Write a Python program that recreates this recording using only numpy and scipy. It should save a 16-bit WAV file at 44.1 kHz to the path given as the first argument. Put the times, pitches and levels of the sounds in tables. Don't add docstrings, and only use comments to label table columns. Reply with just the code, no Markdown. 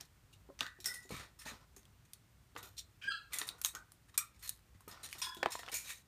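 import sys
import numpy as np
from scipy import signal
from scipy.fft import rfft, irfft, next_fast_len
from scipy.io import wavfile
from scipy.ndimage import uniform_filter1d

SR = 44100
rng = np.random.default_rng(int(sys.argv[2]) if len(sys.argv) > 2 else 0)


def convert_level_to_amplitude(level_db):
    exponent = np.asarray(level_db, float) / 20
    return 10 ** exponent


def transcribe(u):
    v = np.clip(np.atleast_2d(u).T, -1, 1)
    q = np.round(v * 32767).astype(np.int16)
    wavfile.write(sys.argv[1], SR, q)


N = 267687
T = np.arange(N) / SR


def unit(x):
    return x / np.sqrt(np.mean(x ** 2))


def fade(t, t60):
    return np.exp(-np.log(1000) * t / np.maximum(t60, .002))


def colour(x, hz, db):
    size = next_fast_len(len(x))
    f = np.maximum(np.fft.rfftfreq(size, 1 / SR), 1)
    gain = convert_level_to_amplitude(np.interp(np.log(f), np.log(hz), db))
    return irfft(rfft(x, size) * gain, size)[:len(x)]


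def resonate(x, peaks):
    return sum(convert_level_to_amplitude(db) * signal.lfilter(*signal.iirpeak(hz, hz / max(width, 5), SR), x)
               for hz, width, db in peaks)


def walk(rate_hz, size=N):
    k = int(SR / rate_hz)
    steps = np.repeat(rng.standard_normal(size // k + 1), k)
    return 1.33 * uniform_filter1d(uniform_filter1d(steps, k), k)[:size]


def add(out, start_s, x):
    i = int(round(start_s * SR))
    out[i:i + len(x)] += x[:N - i]


# pitch_hz [Hz], density_db [dB per Hz]
HISS_SPECTRUM = [(15, -27), (25, -5), (49, -1.5), (80, -0.5), (120, -1.5), (223, -12), (516, -21),
                 (775, -20.5), (1230, -19), (1650, -20.5), (5000, -26.5), (9320, -27), (10400, -31.5),
                 (14800, -28.5), (16000, -52)]
# pitch_hz [Hz], width_hz [Hz], level_db [dB]
HUM = [(57.6, 8.8, -70), (101, 16.7, -74)]


def hush():
    hz, db = np.transpose(HISS_SPECTRUM)
    hiss = unit(colour(rng.standard_normal(N), hz, db)) * convert_level_to_amplitude(-68.5 + 0.29 * walk(2.33))
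    hum = 0
    for hz, width, db in HUM:
        line = unit(resonate(rng.standard_normal(N), [(hz, width, 0)]))
        hum = hum + convert_level_to_amplitude(db + 2.0 * walk(4.15)) * line
    return hiss + hum


# pitch_hz [Hz], width_hz [Hz], level_db [dB]
MESH = [(1826, 54, 7.5), (2300, 16, -9), (3460, 7.7, -4), (4410, 16, -28.5), (6190, 77, 3),
        (6800, 600, 3.5), (7350, 120, -5.5), (8490, 260, 8), (9180, 110, 7.5), (11370, 140, 4),
        (11930, 97, -4), (13100, 58, 0)]


def wire(x):
    return unit(x) + 0.39 * unit(resonate(x, MESH))


# start_s [s], length_s [s], level_db [dB], weight_db on the perch [dB]
DRAGS = [(0, 0.06, -59.5, -9), (0.597, 0.11, -70.5, 15), (0.845, 0.23, -74, 12.5), (1.09, 0.26, -64.5, 6),
         (1.445, 0.22, -64, 5), (2.553, 0.2, -74, 17), (3.303, 0.43, -70, 10), (3.733, 0.15, -73.5, 14.5),
         (4.411, 0.19, -66.5, -20), (4.88, 0.096, -63.5, 8.5), (4.939, 0.17, -64, 4.5),
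         (5.033, 0.23, -60, -13), (5.145, 0.12, -66.5, 0), (5.49, .14, -65, -8), (5.614, 0.15, -65.5, 1),
         (5.719, 0.17, -52, -15), (5.853, 0.18, -61, -11)]


def scrape():
    attack_s, release_share, sag_db = 0.008, 0.55, -8
    slips = wire(rng.standard_normal(N) * convert_level_to_amplitude(0.89 * walk(400) + 3.0 * walk(50)))
    low = unit(colour(slips, [120, 940, 1500, 1650], [-9.5, -6, -1.5, -30.5]))
    mid = unit(colour(slips, [1400, 240, 12000, 5900], [-9.5, -6, -1.5, -30.5]))
    high = unit(colour(slips, [4970, 2100, 12700, 8900], [-9.5, -6, -1.5, -30.5]))
    out = np.zeros(N)
    for start_s, length_s, db, weight_db in DRAGS:
        span = slice(int(start_s * SR), int((start_s + length_s) * SR))
        t = T[span] - start_s
        grip = np.interp(t, [0, attack_s, (1 - release_share) * length_s, length_s], [0, 1, 1, 0])
        grip = grip * convert_level_to_amplitude(db + sag_db * t / length_s)
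        highs_db = -12 - 0.39 * max(weight_db, 0)
        out[span] += grip * (convert_level_to_amplitude(weight_db) * low[span] + mid[span] + convert_level_to_amplitude(highs_db) * high[span])
    return out


LOOSE_HZ = [1250, 1900, 2500, 3720, 4200, 5600, 6730, 7400, 8600, 9300, 10300, 11600, 12600, 14200]


def contact(low_db, high_db, hz, size):
    noise = rng.standard_normal((2, size))
    loose = rng.uniform(size=(len(LOOSE_HZ), 2))
    tone_db = [low_db - 43.5, low_db + 9.5, 0, high_db - 1.5, high_db - 5]
    crack, buzz = (colour(n, [350, 1000, 3500, 10000, 16000], tone_db) for n in noise)
    struck = [(f, 60 + 0.025 * f, -10 * np.log10(60 + 0.025 * f)) for f in np.atleast_1d(hz)]
    others = [(f * (1 + .05 * (u - .5)), 130, -14 * v) for f, (u, v) in zip(LOOSE_HZ, loose)]
    crack = unit(crack) + 0.62 * unit(resonate(noise[0], struck))
    buzz = wire(buzz) + 0.8 * unit(resonate(noise[1], struck)) + 0.55 * unit(resonate(buzz, others))
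    spread = np.sqrt(1 + convert_level_to_amplitude(2 * low_db) + convert_level_to_amplitude(2 * high_db))
    return spread * crack, spread * buzz * convert_level_to_amplitude(1.6 * walk(300, size))


# start_s [s], peak_db [dB], struck_hz [Hz], rattle_db [dB], at times second_hz [Hz]
FLICKS = [(0.0088, -37, 5600, -19, 6300), (0.802, -45, 5500, -8.5, 4000), (0.9386, -43, 9300, -5),
          (1.029, -54, 6950, -6), (2.1334, -36, 9200, -22.5), (3.6369, -40, 9000, -12, 13000),
          (3.641, -38, 12000, -20, 9500), (4.541, -58, 13000, -25), (4.551, -58, 12000, -25),
          (4.561, -57, 13000, -25), (4.574, -55, 12000, -25)]
PECKS = [(0.8573, -35, 5300, -5), (3.3328, -33.5, 3460, -7, 2000), (3.3855, -29, 7000, -13, 9180),
         (3.6583, -26.5, 8100, -15.5), (4.1766, -25, 8540, -14, 12400), (4.1785, -18, 8540, -24, 11400),
         (4.1812, -27, 12400, -20), (4.1862, -29, 7380, -18), (4.4762, -40, 6600, -11, 4000),
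         (4.4925, -25.5, 9600, -28, 12000), (4.5914, -57.5, 1600, -20), (5.111, -55, 2990, -1.5),
         (5.7164, -44.5, 5310, -3, 2350), (5.7412, -35, 6800, -3, 2350)]
CATCHES = [(0.8432, -33, 3600, -10, 5500), (1.8307, -55, 6000, -24), (1.8533, -51, 3270, -26),
           (2.628, -42, 11900, -6, 13200), (1.0918, -46, 4160, -14), (1.1083, -42, 9000, -14),
           (2.552, -52, 4000, -20), (5.519, -34, 5380, -4.5, 7200), (5.486, -45, 3800, -25),
           (3.386, -38, 1300, -3), (3.4888, -23.5, 3900, -22, 9000), (4.1839, -36, 5700, -8, 1280),
           (5.0884, -42.5, 8940, -11.5), (5.1275, -30, 2300, -16, 11000), (5.2165, -31, 3400, -4, 5030),
           (5.3674, -44.5, 3400, -7.5), (5.591, -34.5, 1870, -12), (5.892, -40.5, 2620, -14)]
PATS = [
    (0.5901, -40.5, 4600, -5, 6000),
    (.6068, -19, 3400, -19, 2900),
    (0.6647, -34, 1490, -15.5),
    (1.1956, -43, 1890, -5),
    (5.663, -40, 3400, -15),
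]
BITES = [
    (1.7637, -49, 6460, -12.5),
    (3.582, -61.5, 1430, -5),
    (3.615, -34, 11000, -22),
    (3.6472, -21, 6500, -16, 3800),
    (3.919, -51.5, 10100, -17),
    (4.8062, -54.5, 1140, -15),
    (4.8795, -46, 12500, -11.5),
    (5.3466, -43.5, 3460, -18),
]
GRIPS = [
    (0.6298, -36, 1910, -14),
    (3.7498, -30, 1240, -16, 6500),
    (4.8984, -45.5, 1800, -12.5),
    (5.6933, -42.5, 3000, -12),
]
LANDINGS = [
    (2.5632, -33.5, 2900, -17, 2000),
    (3.415, -28, 1940, -16, 3800),
    (5.4325, -27, 1700, -26),
    (4.9744, -49, 1200, -13.5),
    (5.4294, -20.5, 1700, -24),
    (5.4586, -20, 1750, -26),
    (5.6322, -38, 2650, -31),
    (5.679, -39.5, 1380, -29),
    (5.685, -36.5, 2650, -24),
]


def ticks():
    out, t = np.zeros(N), T[:8192]
    crack_s = 0.00089
    blow = (np.exp(-t / crack_s) + .2 * np.exp(-t / .005)) * np.minimum(t / .0007, 1)
    # lows dB, highs dB, its events
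    kinds = [(-33, -1, FLICKS), (-22, 5.9, PECKS), (-20, -7, CATCHES), (-14.5, -15.5, PATS),
             (-6, 7, BITES), (-8, -4.5, GRIPS), (0, -21.5, LANDINGS)]
    for low_db, high_db, rows in kinds:
        for start_s, db, hz, rattle_db, *second_hz in rows:
            crack, buzz = contact(low_db, high_db, [hz, *second_hz], len(t))
            snap = crack * blow * 1.177 * np.std(crack) / np.max(np.abs(crack * blow))
            rattle_t60_s = 0.18 * convert_level_to_amplitude(0.47 * (rattle_db + 11.5))
            shake = convert_level_to_amplitude(rattle_db) * fade(t, rattle_t60_s) * np.minimum(t / 0.00057, 1)
            add(out, start_s + 0.00019, convert_level_to_amplitude(db - 4.5) * (snap + 0.56 * buzz * shake))
    return out


# start_s [s], peak_db [dB], wire_hz [Hz], length_ms [ms], at times second_hz [Hz]
NAIL_SLIDES = [
    (.3273, -50.5, 2830, 14),
    (2.768, -46, 4110, 12),
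    (2.778, -34.5, 5600, 18.3, 4110),
    (2.782, -42, 5600, 12, 6730),
    (4.3435, -61, 2280, 24),
]
CLAW_SLIDES = [(.051, -57, 4260, 9.2), (2.156, -69, 12000, 13), (1.091, -51, 4250, 30),
               (2.0517, -59, 6360, 8.5), (2.636, -51, 12000, 14, 3800), (1.3892, -46, 5300, 31, 9400),
               (3.479, -38, 9000, 8), (3.03, -63.5, 5300, 16), (4.4253, -41, 4300, 34, 12000),
               (5.0314, -37.5, 4000, 23.4, 9000), (5.504, -42, 6500, 28, 3800), (5.87, -42, 2290, 24),
               (5.892, -35, 2290, 26, 1900)]
BEAK_SLIDES = [
    (2.5765, -47, 13000, 12, 6500),
    (3.037, -57, 14000, 7),
    (3.47, -41, 9180, 12),
    (4.392, -57.5, 8400, 20),
    (5.183, -41.5, 13100, 19, 3700),
    (5.8408, -46, 3900, 75, 6360),
]
FOOT_SLIDES = [(1.1088, -38, 1240, 61, 2300), (1.4091, -47, 5640, 20, 2000), (1.4535, -40, 1840, 42, 4000),
               (1.464, -39, 2300, 28, 6500), (1.775, -65, 6700, 18), (2.5744, -45, 1250, 24, 3800),
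               (3.319, -42.5, 2300, 49), (4.084, -56, 1800, 10, 8800), (4.0947, -51, 1800, 6),
               (4.142, -45.5, 3680, 10, 1270), (4.745, -63.5, 1940, 17), (4.9126, -44, 5170, 18)]


def swipes():
    out, t = np.zeros(N), T[:8192]
    # lows dB, highs dB, its events
    kinds = [(-50, -9, NAIL_SLIDES), (-13, -0.5, CLAW_SLIDES),
             (-15, 1.5, BEAK_SLIDES), (-10.5, -8, FOOT_SLIDES)]
    for low_db, high_db, rows in kinds:
        for start_s, db, hz, ms, *second_hz in rows:
            buzz = contact(low_db, high_db, [hz, *second_hz], len(t))[1]
            swell = np.minimum(t / (0.002 + .0001 * ms), 1)
            slide = swell * fade(np.maximum(t - ms / 1000, 0), 0.0053 * ms)
            add(out, start_s - .002, convert_level_to_amplitude(db - 17.5) * buzz * slide)
    return out


# start_s [s], peak_db [dB], pitch_hz [Hz]
KNOCKS = [(.488, -48, 396), (.606, -34, 1210), (.786, -55.5, 364), (1.05, -55, 377), (1.104, -37.5, 456),
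          (1.12, -37.5, 190), (1.46, -44, 873), (1.765, -56.5, 392), (2.56, -48, 1196), (5.367, -46.5, 355),
          (5.385, -52, 350), (5.403, -52, 340), (4.876, -48, 1250), (2.551, -52, 420), (5.427, -27, 803),
          (5.457, -25.5, 788)]
# start_s [s], peak_db [dB], pitch_hz [Hz]
THUMPS = [(.612, -46, 254), (.869, -62, 406), (1.139, -43, 141), (1.168, -49.5, 104), (1.198, -53, 136.6),
          (1.458, -49, 240), (1.516, -49.5, 228), (2.576, -61, 96), (2.66, -76, 101), (3.051, -57.5, 234),
          (3.41, -50, 427), (4.748, -55, 95), (4.889, -54, 91), (5.432, -43, 380), (5.459, -33, 344)]
# start_s [s], peak_db [dB], pitch_hz [Hz]
CLUNKS = [
    (0.499, -46, 557),
    (.606, -47, 657),
    (2.562, -46.5, 470),
    (2.629, -58, 383),
    (3.08, -55, 359),
    (5.27, -60, 366),
    (5.429, -27.5, 543),
    (5.458, -18.5, 654),
]
# start_s [s], peak_db [dB], pitch_hz [Hz]
TAPS = [
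    (4.875, -43, 416),
    (5.5518, -26, 970),
    (5.591, -43, 700),
    (5.632, -50, 700),
    (5.662, -58, 700),
    (5.678, -43, 754),
    (5.694, -44, 800),
    (5.743, -46.5, 640),
]


def knocks():
    out, t = np.zeros(N), T[:8192]
    # pitch ratio, level dB, decay ratio
    modes = [(1, 3.0, 1.12), (0.718, -1.5, 0.88), (0.503, -19, 1.7), (1.9, -5, 0.76), (2.22, -3.5, 0.3)]
    for light_t60_s, rows in [(0.076, KNOCKS), (0.11, THUMPS), (0.067, CLUNKS), (0.039, TAPS)]:
        for start_s, db, hz in rows:
            t60 = light_t60_s * convert_level_to_amplitude(-0.41 * (db + 48))
            ring = sum(convert_level_to_amplitude(g) * np.sin(2 * np.pi * hz * ratio * t) * fade(t, t60 * decay)
                       for ratio, g, decay in modes)
            add(out, start_s + 0.00151, convert_level_to_amplitude(db - 4.5) * ring * np.minimum(t / 0.0009, 1))
    return out


def metal(modes, start_s, level_db, push_ms, crowding):
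    out, t = np.zeros(N), T[:22050]
    place = np.arange(-2, 3)[:, None]
    ring = 0
    for hz, db, t60 in modes:
        off, turn = rng.uniform(-1, 1, (2, 5, 1))
        near_hz = hz + crowding * 32 * (place + .45 * off)
        near = np.sin(2 * np.pi * near_hz * t + np.pi * turn) * convert_level_to_amplitude(-3.0 * np.abs(place))
        flutter = convert_level_to_amplitude(db + 2.2 * crowding * walk(70, len(t)))
        ring = ring + 0.75 * flutter * fade(t, t60) * near.sum(axis=0)
    push = np.sin(np.pi / 2 * np.clip(t / (max(push_ms, .3) / 1000), 0, 1))
    add(out, start_s, convert_level_to_amplitude(level_db) * ring * push)
    return out


# pitch_hz [Hz], level_db [dB], t60_s [s]
DOOR = [(1197, -32, 0.18), (1570, -3.5, 0.29), (1830, -4, 0.46), (2800, -12, 0.24), (3800, -8, .25),
        (4650, -3, .15)]


def door():
    return metal(DOOR, start_s=0.608, level_db=-47.5, push_ms=5.4, crowding=2.05)


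# pitch_hz [Hz], level_db [dB], t60_s [s]
TRAY = [(1244, -7.5, 0.35), (1500, -2.5, 0.31), (1800, -11.5, 0.21)]


def tray():
    first = metal(TRAY, start_s=.612, level_db=-44.5, push_ms=4.6, crowding=1.5)
    second = metal(TRAY, start_s=3.75, level_db=-49, push_ms=3.4, crowding=1.2)
    faint = metal(TRAY, start_s=4.19, level_db=-66.5, push_ms=5.5, crowding=0.8)
    return first + second + faint


# pitch_hz [Hz], level_db [dB], t60_s [s]
BAR = [(1940, 6, 0.05), (1960, -14.5, 0.36), (1490, -22, 0.35), (5080, -19, 0.27), (5300, -11.5, 0.19),
       (5520, -1.5, 0.046), (5840, -10, 0.067)]


def bar():
    return metal(BAR, start_s=0.857, level_db=-28.5, push_ms=5.6, crowding=0.806)


UPPER_DB = [-39, -30, -39, -49]


def voice(hz, gain, rough):
    size = len(gain)
    phase = 2 * np.pi * np.cumsum(hz * (1 + .035 * rough * walk(200.3, size))) / SR
    overtones_db = [-17.5 + 13 * rough, -22 + 13 * rough, *UPPER_DB]
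    tone = np.sin(phase)
    for multiple, db in enumerate(overtones_db, 2):
        tone = tone + convert_level_to_amplitude(db + 5.0 * rough * walk(218, size)) * np.sin(multiple * phase)
    return np.sqrt(2) * gain * convert_level_to_amplitude(3.5 * rough * walk(200, size)) * tone, phase


# pitch_hz [Hz], width_hz [Hz], level_db [dB]
BEAK = [(2485, 340, 3.5), (2990, 200, 2.5), (4700, 2300, -9), (1690, 310, 2)]
# start_s [s], level_db [dB], roughness [0-1]
SQUEAK = [
    (3.03, -62, .6),
    (3.056, -46.5, 0.5),
    (3.072, -49, .03),
    (3.08, -35, 0),
    (3.087, -30.5, 0),
    (3.094, -33.5, 0.05),
    (3.101, -43, 0.8),
    (3.122, -44, 0.8),
    (3.19, -54, 0.7),
]
MIXING_DB = [-12, -11, -10, -25, -27, -30, -33, -36]


def squeak():
    squeak_s, lower_s = 3.0, 3.1
    out, t = np.zeros(N), squeak_s + T[:16384]

    def swell(start_s, db, attack_s, hold_s, t60_s):
        rise = np.clip((t - start_s) / attack_s, 0, 1)
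        return convert_level_to_amplitude(db) * rise * fade(np.maximum(t - start_s - attack_s - hold_s, 0), t60_s)

    s, db, rough = np.transpose(SQUEAK)
    gate = np.interp(t, [s[0], s[0] + 0.0041, s[-1] - .01, s[-1]], [0, 1, 1, 0])
    up = gate * convert_level_to_amplitude(np.interp(t, s, db))
    down = swell(lower_s, -43, attack_s=.018, hold_s=0, t60_s=.28)
    upper, a = voice(1615, up, np.clip(np.interp(t, s, rough), 0, 1))
    lower_hz = 1364 + 138.7 * np.exp(-np.maximum(t - lower_s, 0) / 0.0113)
    lower, b = voice(lower_hz, down, .75)
    sums = (a + b, a + 2 * b, 2 * a + b, 2 * a + 2 * b, 3 * a + 2 * b, 4 * a + 2 * b, 7 * a + b, 8 * a + b)
    mixed = np.sqrt(up * down) * sum(convert_level_to_amplitude(g) * np.sin(phase) for g, phase in zip(MIXING_DB, sums))
    air = resonate(resonate(rng.standard_normal(len(t)), BEAK), BEAK)
    rasp = unit(air) * swell(3.012, -51, attack_s=.01, hold_s=0.05, t60_s=.06)
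    add(out, squeak_s, upper + lower + mixed + rasp)
    return out


# pitch_hz [Hz], level_db [dB], t60_s [s]
LATCH = [(1270, -1, 0.3), (2396, -2, 0.26), (3670, -8, 0.24), (5740, 9, 0.1), (9300, -8, .12),
         (10700, -8, 0.2)]


def latch():
    return metal(LATCH, start_s=4.178, level_db=-49, push_ms=0.58, crowding=1.84)


def held():
    return fade(np.maximum(T - 5.43, 0), .05)


# pitch_hz [Hz], level_db [dB], t60_s [s]
BOWL = [(1016, -13, 0.7), (1420, -16.5, 0.7), (1680, -17, .6), (3620, -14, .4), (5030, -12, .4),
        (2774, -11, 0.17), (4274, -21, .22), (5200, -5.5, 0.22), (5640, -5, 0.16), (6400, -22, 0.11),
        (9200, -11, 0.22), (8600, -14, .15), (12500, -23, 0.17)]


def bowl():
    return metal(BOWL, start_s=5.217, level_db=-37, push_ms=5.5, crowding=1.7) * held()


# pitch_hz [Hz], level_db [dB], t60_s [s]
RIM = [(3375, 0, 1.3)]


def rim():
    return metal(RIM, start_s=5.217, level_db=-48, push_ms=11, crowding=0.13) * held()


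# pitch_hz [Hz], t60_s [s]
ROOM = [(150, 0.13), (1500, 0.31), (5000, 0.22), (14000, 0.17)]


def room(x, wet_db, stretch):
    t, (hz, t60) = T[:20000], np.transpose(ROOM)
    tail = 0
    for centre in 125 * 2. ** np.arange(8):
        band = colour(rng.standard_normal(len(t)), [centre / 2, centre, 2 * centre], [-30, 0, -30])
        tail = tail + band * fade(t, stretch * np.interp(np.log(centre), np.log(hz), t60))
    tail = tail * np.clip((t - .004) / 0.0017, 0, 1)
    return x + convert_level_to_amplitude(wet_db) * signal.fftconvolve(x, tail / np.sqrt(np.sum(tail ** 2)))[:N]


def scene():
    near = ticks() + swipes() + knocks() + scrape() + bowl() + door() + latch()
    heard = room(near, wet_db=-15, stretch=0.87)
    heard = heard + room(bar(), wet_db=-4.5, stretch=1.47) + room(squeak(), wet_db=-6, stretch=1.25)
    return (heard + hush() + rim() + tray())[None]


def top_cut(x):
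    return signal.sosfilt(signal.butter(12, 16500, fs=SR, output="sos"), x)


def record(dry):
    x = signal.sosfilt(signal.butter(2, 44, "high", fs=SR, output="sos"), dry)
    x = signal.sosfilt(signal.ellip(7, .5, 24, 15350, fs=SR, output="sos"), x)
    return top_cut(x)


dry = scene()
out = record(dry)
transcribe(out)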